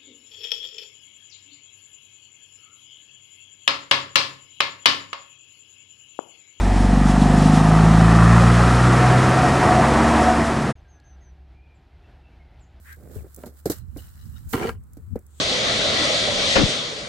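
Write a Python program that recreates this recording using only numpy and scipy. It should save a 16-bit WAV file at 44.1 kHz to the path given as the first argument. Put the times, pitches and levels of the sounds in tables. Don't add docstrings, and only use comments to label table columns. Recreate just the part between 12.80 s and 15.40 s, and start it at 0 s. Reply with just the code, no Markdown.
import sys
import numpy as np
from scipy import signal
from scipy.fft import rfft, irfft
from scipy.io import wavfile
from scipy.ndimage import uniform_filter1d

SR = 44100
rng = np.random.default_rng(int(sys.argv[2]) if len(sys.argv) > 2 else 0)


def file_out(sig):
    cols = np.atleast_2d(sig).T
    lim = np.clip(cols, -1, 1)
    pcm = np.round(lim * 32767).astype(np.int16)
    wavfile.write(sys.argv[1], SR, pcm)


N = 114660

# frequency_hz, level_db
CRUMBLE_SPECTRUM = [(60, -35), (130, 3.5), (460, -1), (700, -9), (950, -24.5), (1600, -23), (2400, -32),
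                    (5000, -81)]
# frequency_hz, width_hz, level_db
BLADE_MODES = [(765, 55, 2.5), (950, 70, 2), (1060, 55, -1), (1205, 50, 0), (1368, 55, 3), (1600, 38, 1),
               (1880, 170, -9), (2260, 100, -6.5), (2910, 220, -13), (4430, 150, -16), (8670, 400, -25)]
LOW_LIKENESS, HIGH_LIKENESS, BLADE_LIKENESS = 0.86, 0.033, 0.13
STALK_ATTACK_S, STALK_PAN_DB = 0.0008, -4


def from_db(db):
    return 10 ** (np.asarray(db) / 20)


def rms_one(x):
    return x / np.sqrt(np.mean(x ** 2) + 1e-20)


def level(rows):
    return from_db(np.interp(np.arange(N) / SR, *np.transpose(rows), left=-np.inf, right=-np.inf))


def lasting(rows):
    return from_db(np.interp(np.arange(N) / SR, *np.transpose(rows)))


def burst(start, attack_s, t60):
    age = np.maximum(np.arange(N) / SR - start, 0)
    return np.minimum(age / attack_s, 1) * np.exp(-np.log(1000) * age / t60)


def pan(db):
    return rms_one(from_db([[db / 2], [-db / 2]]))


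def stereo(pair, likeness):
    c = np.clip(likeness, -1, 1)
    shared = np.sqrt((1 + c) / 2) * pair[0]
    opposed = np.sqrt((1 - c) / 2) * pair[1] * [[1], [-1]]
    return shared + opposed


def shape(x, spectrum):
    hz, db = np.transpose(spectrum)
    f = np.maximum(np.fft.rfftfreq(N, 1 / SR), 1)
    gain = from_db(np.interp(np.log(f), np.log(hz), db))
    return irfft(rfft(x) * gain, N)


def colour(x, spectrum):
    return rms_one(shape(x, spectrum))


def even(x, window_s):
    power = uniform_filter1d(np.mean(x ** 2, axis=0), max(int(window_s * SR), 2))
    return x / np.sqrt(power + 1e-9)


def grains(per_s, spread_db, likeness):
    present = rng.random(N) < per_s / SR
    sizes = present * from_db(spread_db * np.minimum(rng.exponential(1, N), 4))
    return rms_one(stereo(sizes * rng.standard_normal((2, N)), likeness))


def resonate(x, modes):
    out = 0
    for k, (hz, width_hz, db) in enumerate(modes):
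        r = np.exp(-np.pi * width_hz / SR)
        poles = [1, -2 * r * np.cos(2 * np.pi * hz / SR), r * r]
        ring = signal.lfilter([1, 0, -1], poles, x + 1e-18)
        out = out + (-1) ** k * from_db(db) * (1 - r * r) / 2 * ring
    return out


def lurch(per_s):
    at = np.arange(N) / SR * per_s
    knots = rng.standard_normal(int(at[-1]) + 2)
    return np.interp(at, np.arange(len(knots)), knots)


def wander():
    shifts_per_s, shift_db = 70, 4
    return rms_one(from_db(shift_db * lurch(shifts_per_s)))


def gliding(x, hz, width_hz):
    turn = np.exp(2j * np.pi * np.cumsum(hz) / SR)
    r = np.exp(-np.pi * width_hz / SR)
    smoothed = signal.lfilter([1 - r], [1, -r], x / turn + 1e-18)
    return np.real(turn * smoothed)


def sliding(x, modes):
    bends_per_s, bend_share = 35, 0.022
    out = 0
    for k, (hz, width_hz, db) in enumerate(modes):
        pitch = hz * (1 + bend_share * lurch(bends_per_s))
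        out = out + (-1) ** k * from_db(db) * wander() * gliding(x, pitch, width_hz)
    return out


def field():
    # time_s, level_db
    wind_left = [(.31, -95), (.36, -25.5), (.42, -35), (.54, -70), (1.17, -45), (1.645, -43),
                 (1.675, -26.5), (1.71, -48), (1.93, -30.5), (2.06, -46), (2.29, -34.5), (2.335, -20.5),
                 (2.39, -45), (2.6, -63)]
    wind_right = [(0, -59), (.36, -42.5), (.54, -56), (.82, -79), (0.987, -33), (1.13, -32), (1.33, -50.5),
                  (1.46, -33), (1.88, -41), (1.986, -35.5), (2.04, -46.5), (2.6, -60)]
    # frequency_hz, level_db
    wind_spectrum = [(45, -3), (75, 2.5), (110, -2), (150, -10), (230, -17.5), (400, -41), (1500, -82)]
    # frequency_hz, level_db
    air_spectrum = [(60, 15.5), (300, -1), (600, -12), (1300, -10.5), (2500, -26.5), (5500, -55),
                    (8000, -22), (16000, -51)]
    drone_hz, stage_width_hz, drone_db, air_db = 72.24, 5.3, -47, -54.5
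    gusts = []
    for rows in (wind_left, wind_right):
        rumble = even(colour(rng.standard_normal((1, N)), wind_spectrum), 0.049)
        gusts.append(lasting(rows) * rumble[0])
    band = [(drone_hz, stage_width_hz, 0)]
    run_in = resonate(resonate(rng.standard_normal((1, N + SR)), band), band)
    drone = from_db(drone_db) * even(run_in[:, SR:], 0.0834)
    air = from_db(air_db) * colour(stereo(rng.standard_normal((2, N)), 0.18), air_spectrum)
    return np.array(gusts) + drone + air


def grass():
    # time_s, level_db
    rustle_points = [(0, -59), (.11, -51), (.17, -61), (.29, -58.5), (.36, -47.5), (.45, -60.5), (.63, -53),
                     (.675, -55.5), (.72, -67), (.795, -52.5), (.82, -64), (.98, -47.5), (1.04, -72),
                     (1.13, -66), (1.19, -51), (1.34, -56.5), (1.66, -57.5), (1.9, -46), (1.97, -72.5),
                     (2.15, -67), (2.6, -68.5)]
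    # frequency_hz, level_db
    grass_spectrum = [(700, -5), (1500, 2.5), (2400, -13), (4000, -7.5), (6200, -9.5), (7600, -1.5),
                      (10000, -4.5), (12300, -0.5), (15800, -1)]
    # start_s, level_db, t60_s
    crunches = [(0.125, -43, 0.044), (0.658, -45, 0.16), (0.856, -30, 0.11), (0.898, -26, 0.13),
                (0.917, -32, 0.058), (1.17, -43.5, 0.14), (1.728, -31.5, 0.12), (2.169, -52, 0.058),
                (2.356, -49, 0.05)]
    # frequency_hz, level_db
    crunch_spectrum = [(500, -9), (1500, -0.5), (2600, -14.5), (4200, -1.5), (6000, -4.5), (8000, -0.5),
                       (10700, -4), (12100, 6.5), (15800, -6)]
    # time_s, level_db
    slip_points = [(1.678, -72), (1.692, -42.5), (1.735, -36), (1.8, -49)]
    # frequency_hz, level_db
    slip_spectrum = [(1500, -9), (3500, -12), (7500, 3.5), (10000, -1), (12500, 6.5), (15800, 6)]
    # time_s, level_db
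    swish_points = [(2.44, -83), (2.48, -72.5), (2.55, -63), (2.6, -55.5)]
    # frequency_hz, level_db
    swish_spectrum = [(2500, -0.5), (3400, 7.5), (5500, -3), (7700, 15), (10000, -0.5)]
    grass_pan_db, slip_pan_db = -4, -12

    fine = grains(20000, 2.2, HIGH_LIKENESS)
    sparse = from_db(-6) * grains(230, 0.67, HIGH_LIKENESS)
    rustle = lasting(rustle_points) * pan(grass_pan_db) * colour(fine + sparse, grass_spectrum)

    crunch_gain = sum(from_db(db) * burst(s, STALK_ATTACK_S, t60) for s, db, t60 in crunches)
    crushing = even(colour(grains(20000, 1.4, HIGH_LIKENESS), crunch_spectrum), 0.035)
    crunch = crunch_gain * pan(STALK_PAN_DB) * crushing

    hiss = colour(rng.standard_normal((2, N)), slip_spectrum)
    slip = level(slip_points) * pan(slip_pan_db) * hiss

    onset = burst(swish_points[0][0], STALK_ATTACK_S, np.inf)
    swish = lasting(swish_points) * onset * colour(rng.standard_normal((2, N)), swish_spectrum)
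    return rustle + crunch + slip + swish


def squeaks():
    # peak_s, length_s, level_db, pitch_hz, glide_hz_per_s, width_hz
    slips = [(0.1, .15, -47.5, 1680, 0, 600), (0.13, .1, -49.5, 1598, 0, 25),
             (0.395, .06, -64, 2480, -24000, 280), (1.196, .045, -55, 2920, 0, 170),
             (1.57, .04, -57, 1380, 0, 140)]
    t, out = np.arange(N) / SR, 0
    for s, length, db, hz, hz_per_s, width_hz in slips:
        age = np.clip(t - s, -length / 2, length / 2)
        pitch = hz + hz_per_s * age
        friction = stereo(rng.standard_normal((2, N)), BLADE_LIKENESS)
        tone = even(gliding(gliding(friction, pitch, width_hz), pitch, width_hz), length / 2)
        swell = np.cos(np.pi * age / length) ** 2
        out = out + from_db(db) * swell * tone
    return out


def tumble():
    # time_s, level_db
    tumble_points = [(.17, -52), (.23, -49), (.36, -46.5), (.47, -52.5), (.555, -93), (.58, -43),
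                     (.62, -52), (.69, -46.5), (.78, -74)]
    return level(tumble_points) * pan(-5) * colour(grains(1500, 2.8, LOW_LIKENESS), CRUMBLE_SPECTRUM)


def thuds():
    # start_s, level_db, pitch_hz, ring_t60_s, crumbling_db
    blows = [(0.358, -34, 420, .07, -42), (0.443, -39, 400, .05, -45), (0.636, -29, 595, .04, -39),
             (0.664, -32, 229, .07, -41), (0.8575, -11.5, 435, .04, -28), (0.8665, -20, 330, .045, -34),
             (0.8985, -11.5, 300, .033, -28), (0.9022, -18, 430, .035, -38), (1.163, -29, 280, .04, -35),
             (1.7435, -11, 275, .04, -25), (1.812, -20, 430, .06, -36), (1.850, -15, 440, .04, -36),
             (1.887, -21, 460, .05, -36), (2.170, -37, 280, .06, -44), (2.357, -17, 470, .026, -35),
             (2.3605, -20, 230, .04, -44)]
    # multiple of its pitch, level_db
    partials = [(0.429, -5.5), (1.002, 2), (1.56, -10.5)]
    crumble_attack_s, crumble_t60_s, thud_pan_db = 0.00059, 0.11, -0.5
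    crumbs = even(colour(grains(6000, 2.37, LOW_LIKENESS), CRUMBLE_SPECTRUM), 0.0089)
    t, out = np.arange(N) / SR, 0
    for s, db, hz, t60, crumble_db in blows:
        tone = sum(from_db(part_db) * np.sin(2 * np.pi * multiple * hz * (t - s))
                   for multiple, part_db in partials)
        knock = from_db(db) * burst(s, 0.0017, t60) * tone
        spill = from_db(crumble_db) * burst(s, crumble_attack_s, crumble_t60_s) * crumbs
        out = out + knock + spill
    return pan(thud_pan_db) * out


def snaps():
    # start_s, level_db
    flicks = [(0.545, -32), (0.562, -31), (2.036, -50), (2.133, -42), (2.39, -44), (2.465, -45)]
    t60_s, low_cut_hz = 0.02, 7000
    high_pass = signal.butter(4, low_cut_hz, "high", fs=SR, output="sos")
    fizz = signal.sosfilt(high_pass, rng.standard_normal((2, N)))
    gain = sum(from_db(db) * burst(s, STALK_ATTACK_S, t60_s) for s, db in flicks)
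    return pan(STALK_PAN_DB) * fizz * gain


def blade():
    # start_s, strike_db
    catches = [(0.636, -38), (1.7355, -15.5), (1.777, -25), (1.798, -27), (1.826, -25), (1.8925, -19)]
    # time_s, level_db
    rub_points = [(.92, -48.5), (1.07, -81.5), (1.16, -76), (1.21, -58.5), (1.35, -71), (1.43, -61.5),
                  (1.5, -73.5), (1.57, -58.5), (1.68, -90)]
    # frequency_hz, width_hz, level_db
    drag_modes = [(1320, 210, -5), (1860, 160, -4.5), (2920, 89, -2), (4000, 100, -2.5), (5360, 880, -13)]
    scratches_per_s, scratch_spread_db = 700, 2.5
    clicks = np.zeros(N)
    for s, db in catches:
        clicks[int(s * SR)] = from_db(db)
    clank = resonate(clicks, BLADE_MODES)
    clank = clank * np.max(clicks) / np.max(np.abs(clank))
    scratches = grains(scratches_per_s, scratch_spread_db, HIGH_LIKENESS)
    drag = level(rub_points) * pan(6) * even(sliding(scratches, drag_modes), 0.026)
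    return clank + drag


def scrape():
    # time_s, level_db
    scrape_points = [(1.727, -91), (1.731, -32.5), (1.742, -27), (1.764, -34.5), (1.79, -35.5),
                     (1.838, -30.5), (1.868, -34), (1.897, -33.5), (1.915, -48.5), (1.98, -70)]
    # frequency_hz, level_db
    grit_spectrum = [(500, -8), (2200, 8), (3000, 11), (3600, -13), (4600, 6.5), (15800, -6.5)]
    # frequency_hz, width_hz, level_db
    tray_modes = [(97, 133, -9.5), (237, 8.3, 3.5), (306, 36, -21.5), (377, 33.6, 3.5), (460, 59, -1.5)]
    grit_per_s, grit_spread_db = 3000, 2.8
    tray_db, grit_db = 4.5, -15
    grit = even(grains(grit_per_s, grit_spread_db, BLADE_LIKENESS), 0.01)
    metal = even(sliding(grit, BLADE_MODES), 0.043)
    judder = even(resonate(grains(500, 0.48, LOW_LIKENESS), tray_modes), 0.024)
    rasp = np.sqrt(wander()) * colour(grit, grit_spectrum)
    return level(scrape_points) * (metal + from_db(tray_db) * judder + from_db(grit_db) * rasp)


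def scene():
    return field() + grass() + squeaks() + tumble() + thuds() + snaps() + blade() + scrape()


def record(dry):
    # frequency_hz, level_db
    left_port = [(480, -1), (800, -2), (1400, 0), (7000, 4.5), (12000, -2)]
    low_cut_hz, cutoff_hz = 38, 16000
    ports = np.array([shape(dry[0], left_port), dry[1]])
    thinned = signal.sosfilt(signal.butter(4, low_cut_hz, "high", fs=SR, output="sos"), ports)
    return signal.sosfilt(signal.ellip(12, 0.1, 80, cutoff_hz, fs=SR, output="sos"), thinned)


dry = scene()
out = record(dry)
file_out(out)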